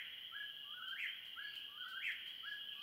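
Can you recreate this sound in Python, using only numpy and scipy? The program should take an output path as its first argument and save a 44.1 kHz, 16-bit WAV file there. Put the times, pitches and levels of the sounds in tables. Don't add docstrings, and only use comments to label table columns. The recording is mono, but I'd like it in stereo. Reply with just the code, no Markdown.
import sys
import numpy as np
from scipy import signal
from scipy.fft import rfft, irfft
from scipy.io import wavfile
from scipy.ndimage import uniform_filter1d, map_coordinates

SR = 44100
rng = np.random.default_rng(int(sys.argv[2]) if len(sys.argv) > 2 else 0)


def persist_wave(psi):
    counts = np.round(np.clip(psi, -1, 1) * 32767).astype(np.int16)
    wavfile.write(sys.argv[1], SR, np.atleast_2d(counts).T)


N = 124362

CALL_STARTS_S = [-.808, .281, 1.323, 2.392]
# time_s (after the call starts), pitch_hz, level_db (relative to BIRD_DB)
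WHIP_GLIDE = [(.035, 1295, -22), (.046, 1310, -11), (.061, 1430, -4.5), (.071, 1620, -2), (.088, 1660, 6.5),
              (0.113, 1710, -5.5), (.132, 1690, 2), (0.147, 1637, 2), (.153, 1560, -26.5)]
POOR_GLIDE = [(0.359, 1130, -30), (0.407, 1160, -21), (.452, 1254, -18.5), (.461, 1440, -10),
              (0.51, 1486, -3.5), (0.518, 1336, -10.5), (0.535, 1277, -11), (0.548, 1493, -2.5),
              (0.574, 1551, -9.5), (.602, 1491, -7.5), (.615, 1318, -6.5), (.634, 1523, -8.5),
              (0.653, 1610, 4), (0.663, 1443, -7.5)]
WILL_GLIDE = [(.679, 1676, -1.5), (0.691, 1933, -5.5), (.708, 2310, 0), (.720, 2693, -5),
              (.729, 2657, -4.5), (.740, 2231, 0), (.755, 1962, 5), (.771, 1782, 5.5), (.784, 1634, -2),
              (0.791, 1480, -13.5)]
# pitch_hz, left_minus_right_db
EAR_BALANCE = [(1200, 1.5), (1450, 4.5), (1560, -1.5), (1680, -2.5), (2000, -6.5), (2700, -4)]
BIRD_DB, LEFT_LAG_S, OVERTONE_T60_S = -41, .000245, 0.28


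def nightjar(t):
    voice = np.zeros((2, len(t)))
    for start in CALL_STARTS_S:
        now = (t >= start) & (t < start + 1)
        age = t[now] - start
        call = whistle(age, WHIP_GLIDE) + whistle(age, POOR_GLIDE + WILL_GLIDE)
        voice[:, now] += undb(BIRD_DB) * call
    song, overtones = voice

    late_song = map_coordinates(song, [np.arange(len(t)) - LEFT_LAG_S * SR], order=3)
    left = colour(late_song, [(hz, db / 2) for hz, db in EAR_BALANCE])
    right = colour(song, [(hz, -db / 2) for hz, db in EAR_BALANCE])
    direct = np.array([left, right])
    return direct + wood(song) + echoes(overtones, OVERTONE_T60_S, 0, ECHO_COLOUR)


# frequency_hz, level_db (relative)
RASP_COLOUR = [(500, -14.5), (4000, -3.5), (8000, -9), (12000, -3.5), (16000, -9)]
WAVER, FLUTTER_DB = 0.0049, 1.76
TRILL_HZ, TRILL_DEPTH, TRILL_DB = 79, .035, 5
TRILL_CENTRE_S, TRILL_WIDTH_S = .696, .019
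STRAIN_HZ = 2680
SECOND_DB, THIRD_DB, RASP_DB = -28.5, -30.5, -23


def whistle(t, glide):
    s, pitch_hz, level_db = np.array(glide).T
    from_trill = t - TRILL_CENTRE_S
    trill = np.exp(-(from_trill / TRILL_WIDTH_S) ** 2) * np.cos(2 * np.pi * TRILL_HZ * from_trill)

    smooth_hz = uniform_filter1d(np.interp(t, s, pitch_hz), size=200)
    hz = smooth_hz * (1 + WAVER * walk(250, len(t)) + TRILL_DEPTH * trill)
    phase = 2 * np.pi * np.cumsum(hz) / SR

    gate = uniform_filter1d(((t > s[0]) & (t < s[-1])) * 1., size=180)
    gain_db = np.interp(t, s, level_db) + FLUTTER_DB * walk(119.9, len(t)) + TRILL_DB * trill
    gain = np.sqrt(2) * gate * undb(gain_db)

    second = undb(SECOND_DB) * np.sin(2 * phase)
    third = undb(THIRD_DB) * np.sin(3 * phase)
    rasp = undb(RASP_DB) * colour(rng.standard_normal(len(t)), RASP_COLOUR)
    overtones = (hz / STRAIN_HZ) ** 4 * (second + third + rasp)
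    return gain * np.array([np.sin(phase), overtones])


# frequency_hz, level_db (relative)
SCATTER_COLOUR = [(1000, -26), (1400, -5.5), (1700, -11.5), (2100, 0), (2700, 4.5), (5000, -3)]
ECHO_COLOUR = [(1000, 3), (1400, -4), (1700, -8), (2100, -1), (2700, 4.5), (5000, 0.5), (9000, 6)]
SCATTER_T60_S, SCATTER_DB = 0.23, -0.5
TAIL_T60_S, TAIL_DB = 1.314, -6


def wood(x):
    scatter = echoes(x, SCATTER_T60_S, SCATTER_DB, SCATTER_COLOUR)
    tail = echoes(x, TAIL_T60_S, TAIL_DB, ECHO_COLOUR)
    return scatter + tail


ECHO_ONSET_S = 0.004


def echoes(x, t60_s, db, tint):
    t = np.arange(SR) / SR
    decay = np.exp(-np.log(1000) * t / t60_s) * (1 - np.exp(-t / ECHO_ONSET_S))
    response = undb(db) * rng.standard_normal((2, SR)) * decay / np.linalg.norm(decay)
    return signal.fftconvolve(x[None], colour(response, tint), axes=-1)[:, :len(x)]


# start_s, pitch_hz (at the start), level_db (before panning and swell)
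NEAR_PEEPS = [(0.211, 3130, -59), (.33, 3170, -57.5), (.435, 2930, -54), (0.541, 3250, -65),
              (.845, 3030, -50.5), (.875, 2990, -54.5), (1.055, 3000, -51.5), (1.085, 3110, -58.5),
              (1.529, 2950, -57.5), (1.765, 3050, -52.5), (1.801, 3247, -61), (1.929, 3060, -60),
              (2.158, 2900, -59), (2.248, 3100, -55.5), (2.362, 3000, -57), (2.647, 3020, -52),
              (2.681, 3150, -56.5)]
PEEP_PAN_DB, FROG_ECHO_DB = 9, -10
CHORUS_PER_S, CHORUS_HZ, CHORUS_SPREAD_HZ = 320, 2967, 140
CHORUS_REACH = 1.9
CHORUS_SCATTER_DB = 3
CHORUS_DB, CHORUS_PAN_DB = -50.5, 7


def frogs(t):
    near = peeps(t, NEAR_PEEPS)
    near = near + undb(FROG_ECHO_DB) * wood(near)

    slots = np.arange(t[0], t[-1], 1 / CHORUS_PER_S)
    when, pitch, size = rng.standard_normal((len(slots), 3)).T
    starts = slots + when / CHORUS_PER_S
    hz = CHORUS_HZ + CHORUS_SPREAD_HZ * np.clip(pitch, -CHORUS_REACH, CHORUS_REACH)
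    far = wood(peeps(t, zip(starts, hz, CHORUS_SCATTER_DB * size)))
    return near * pan(PEEP_PAN_DB) + level(far, CHORUS_DB) * pan(CHORUS_PAN_DB)


PEEP_S, PEEP_RISE_HZ = 0.09457, 217.6


def peeps(t, notes):
    out = np.zeros(len(t))
    u = np.arange(int(PEEP_S * SR)) / (PEEP_S * SR)
    swell = np.sin(np.pi * u)
    for start, hz, db in notes:
        i = max(int((start - t[0]) * SR), 0)
        phase = 2 * np.pi * np.cumsum(hz + PEEP_RISE_HZ * u) / SR
        note = undb(db) * np.sqrt(2) * swell * np.sin(phase)
        out[i:i + len(u)] += note[:len(out[i:i + len(u)])]
    return out


# start_s, length_s, start_hz, end_hz, level_db (before swell and echoes), buzz (0-1)
FAR_NOTES = [(.355, 0.064, 2270, 2320, -59.5, 0), (1.38, .11, 2208, 2220, -56.5, 0.05),
             (1.475, 0.059, 2316, 2340, -59, 0.06), (1.472, 0.19, 2573, 2660, -60, 0.04),
             (1.392, 0.15, 4240, 4705, -62.5, 0.05), (1.75, 0.19, 4060, 4600, -70, .07),
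             (1.831, 0.027, 1970, 1880, -55, .01), (2.255, .17, 4110, 4600, -71.5, 0.09),
             (2.417, .12, 4260, 5090, -65.5, 0.1), (2.657, 0.13, 2628, 2740, -61, 0.05),
             (2.727, 0.15, 2520, 2600, -62, 0), (2.747, 0.12, 4350, 4600, -66.5, 0.12)]
FAR_T60_S = 0.54


def far_birds(t):
    out = 0
    waver = walk(400, len(t))
    for start, length, from_hz, to_hz, db, buzz in FAR_NOTES:
        u = np.clip((t - start) / length, 0, 1)
        hz = (from_hz + (to_hz - from_hz) * u) * (1 + buzz * waver)
        phase = 2 * np.pi * np.cumsum(hz) / SR
        out = out + undb(db) * np.sin(np.pi * u) * np.sin(phase)
    return echoes(out, FAR_T60_S, 0, ECHO_COLOUR)


# start_s, tick_level_db, rustle_level_db (before build-up and decay)
TICKS = [(0.882, -58, -62), (1.252, -60, -64.5), (1.538, -62, -67), (1.555, -55, -62.5),
         (1.884, -56, -57.5), (2.119, -53, -68), (2.262, -71, -60), (2.51, -89, -65.5), (2.73, -74, -68)]
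# frequency_hz, level_db (relative)
TICK_COLOUR = [(300, -8), (2000, 0), (4200, 6.5), (6000, -8), (9000, -7), (15000, -4)]
TICK_DECAY_S, RUSTLE_ATTACK_S, RUSTLE_DECAY_S = 0.0034, 0.01, 0.048


def ticks(t):
    envelope = 0
    for start, tick_db, rustle_db in TICKS:
        age = np.maximum(t - start, 0)
        tick = (t > start) * np.exp(-age / TICK_DECAY_S)
        rustle = (1 - np.exp(-age / RUSTLE_ATTACK_S)) * np.exp(-age / RUSTLE_DECAY_S)
        envelope = envelope + undb(tick_db) * tick + undb(rustle_db) * rustle
    return envelope * level(colour(rng.standard_normal((2, len(t))), TICK_COLOUR), 0)


# (per Hz, relative)
AIR_COLOUR = [(20, -22), (45, -16), (65, -1.5), (80, 5), (98, 0.5), (120, 3), (145, 0), (230, 2),
              (400, -2.5), (1000, -4), (2200, -3.5), (3100, 9.5), (3800, -5), (4500, -10.5), (5600, -16.5),
              (8000, -27), (16000, -41)]
HISS_COLOUR = [(20, -32), (200, -20), (5000, -12.5), (7000, -20.5), (9000, -24), (10000, -12), (11200, -3),
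               (13000, -3), (16000, -2)]
AIR_DB, AIR_PAN_DB, HISS_DB = -65.5, 4.5, -68
AIR_LIKENESS = 0.16


def background():
    air = rng.standard_normal((2, N)) + np.sqrt(AIR_LIKENESS) * rng.standard_normal(N)
    hiss = rng.standard_normal((2, N))
    air = level(colour(air, AIR_COLOUR), AIR_DB) * pan(AIR_PAN_DB)
    return air + level(colour(hiss, HISS_COLOUR), HISS_DB)


def undb(db):
    return 10 ** (np.asarray(db) / 20)


def level(x, db):
    return x * undb(db) / np.sqrt(np.mean(x ** 2))


def pan(db):
    return undb(np.array([[db], [-db]]) / 2)


def colour(x, points):
    hz, db = np.array(points, float).T
    f = np.maximum(np.fft.rfftfreq(x.shape[-1], 1 / SR), 1)
    gain = undb(np.interp(np.log(f), np.log(hz), db))
    return irfft(rfft(x) * gain, x.shape[-1])


def walk(rate, size):
    k = max(int(SR / rate), 1)
    steps = np.repeat(rng.standard_normal(size // k + 1), k)
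    return uniform_filter1d(steps, k)[:size]


def scene():
    t = np.arange(-SR, N) / SR
    callers = (nightjar(t) + frogs(t))[:, SR:]
    return callers + far_birds(t[SR:]) + ticks(t[SR:]) + background()


TOP_HZ = 15700


def record(dry):
    low_pass = signal.ellip(10, .1, 70, TOP_HZ, fs=SR, output="sos")
    return signal.sosfilt(low_pass, dry)


dry = scene()
out = record(dry)
persist_wave(out)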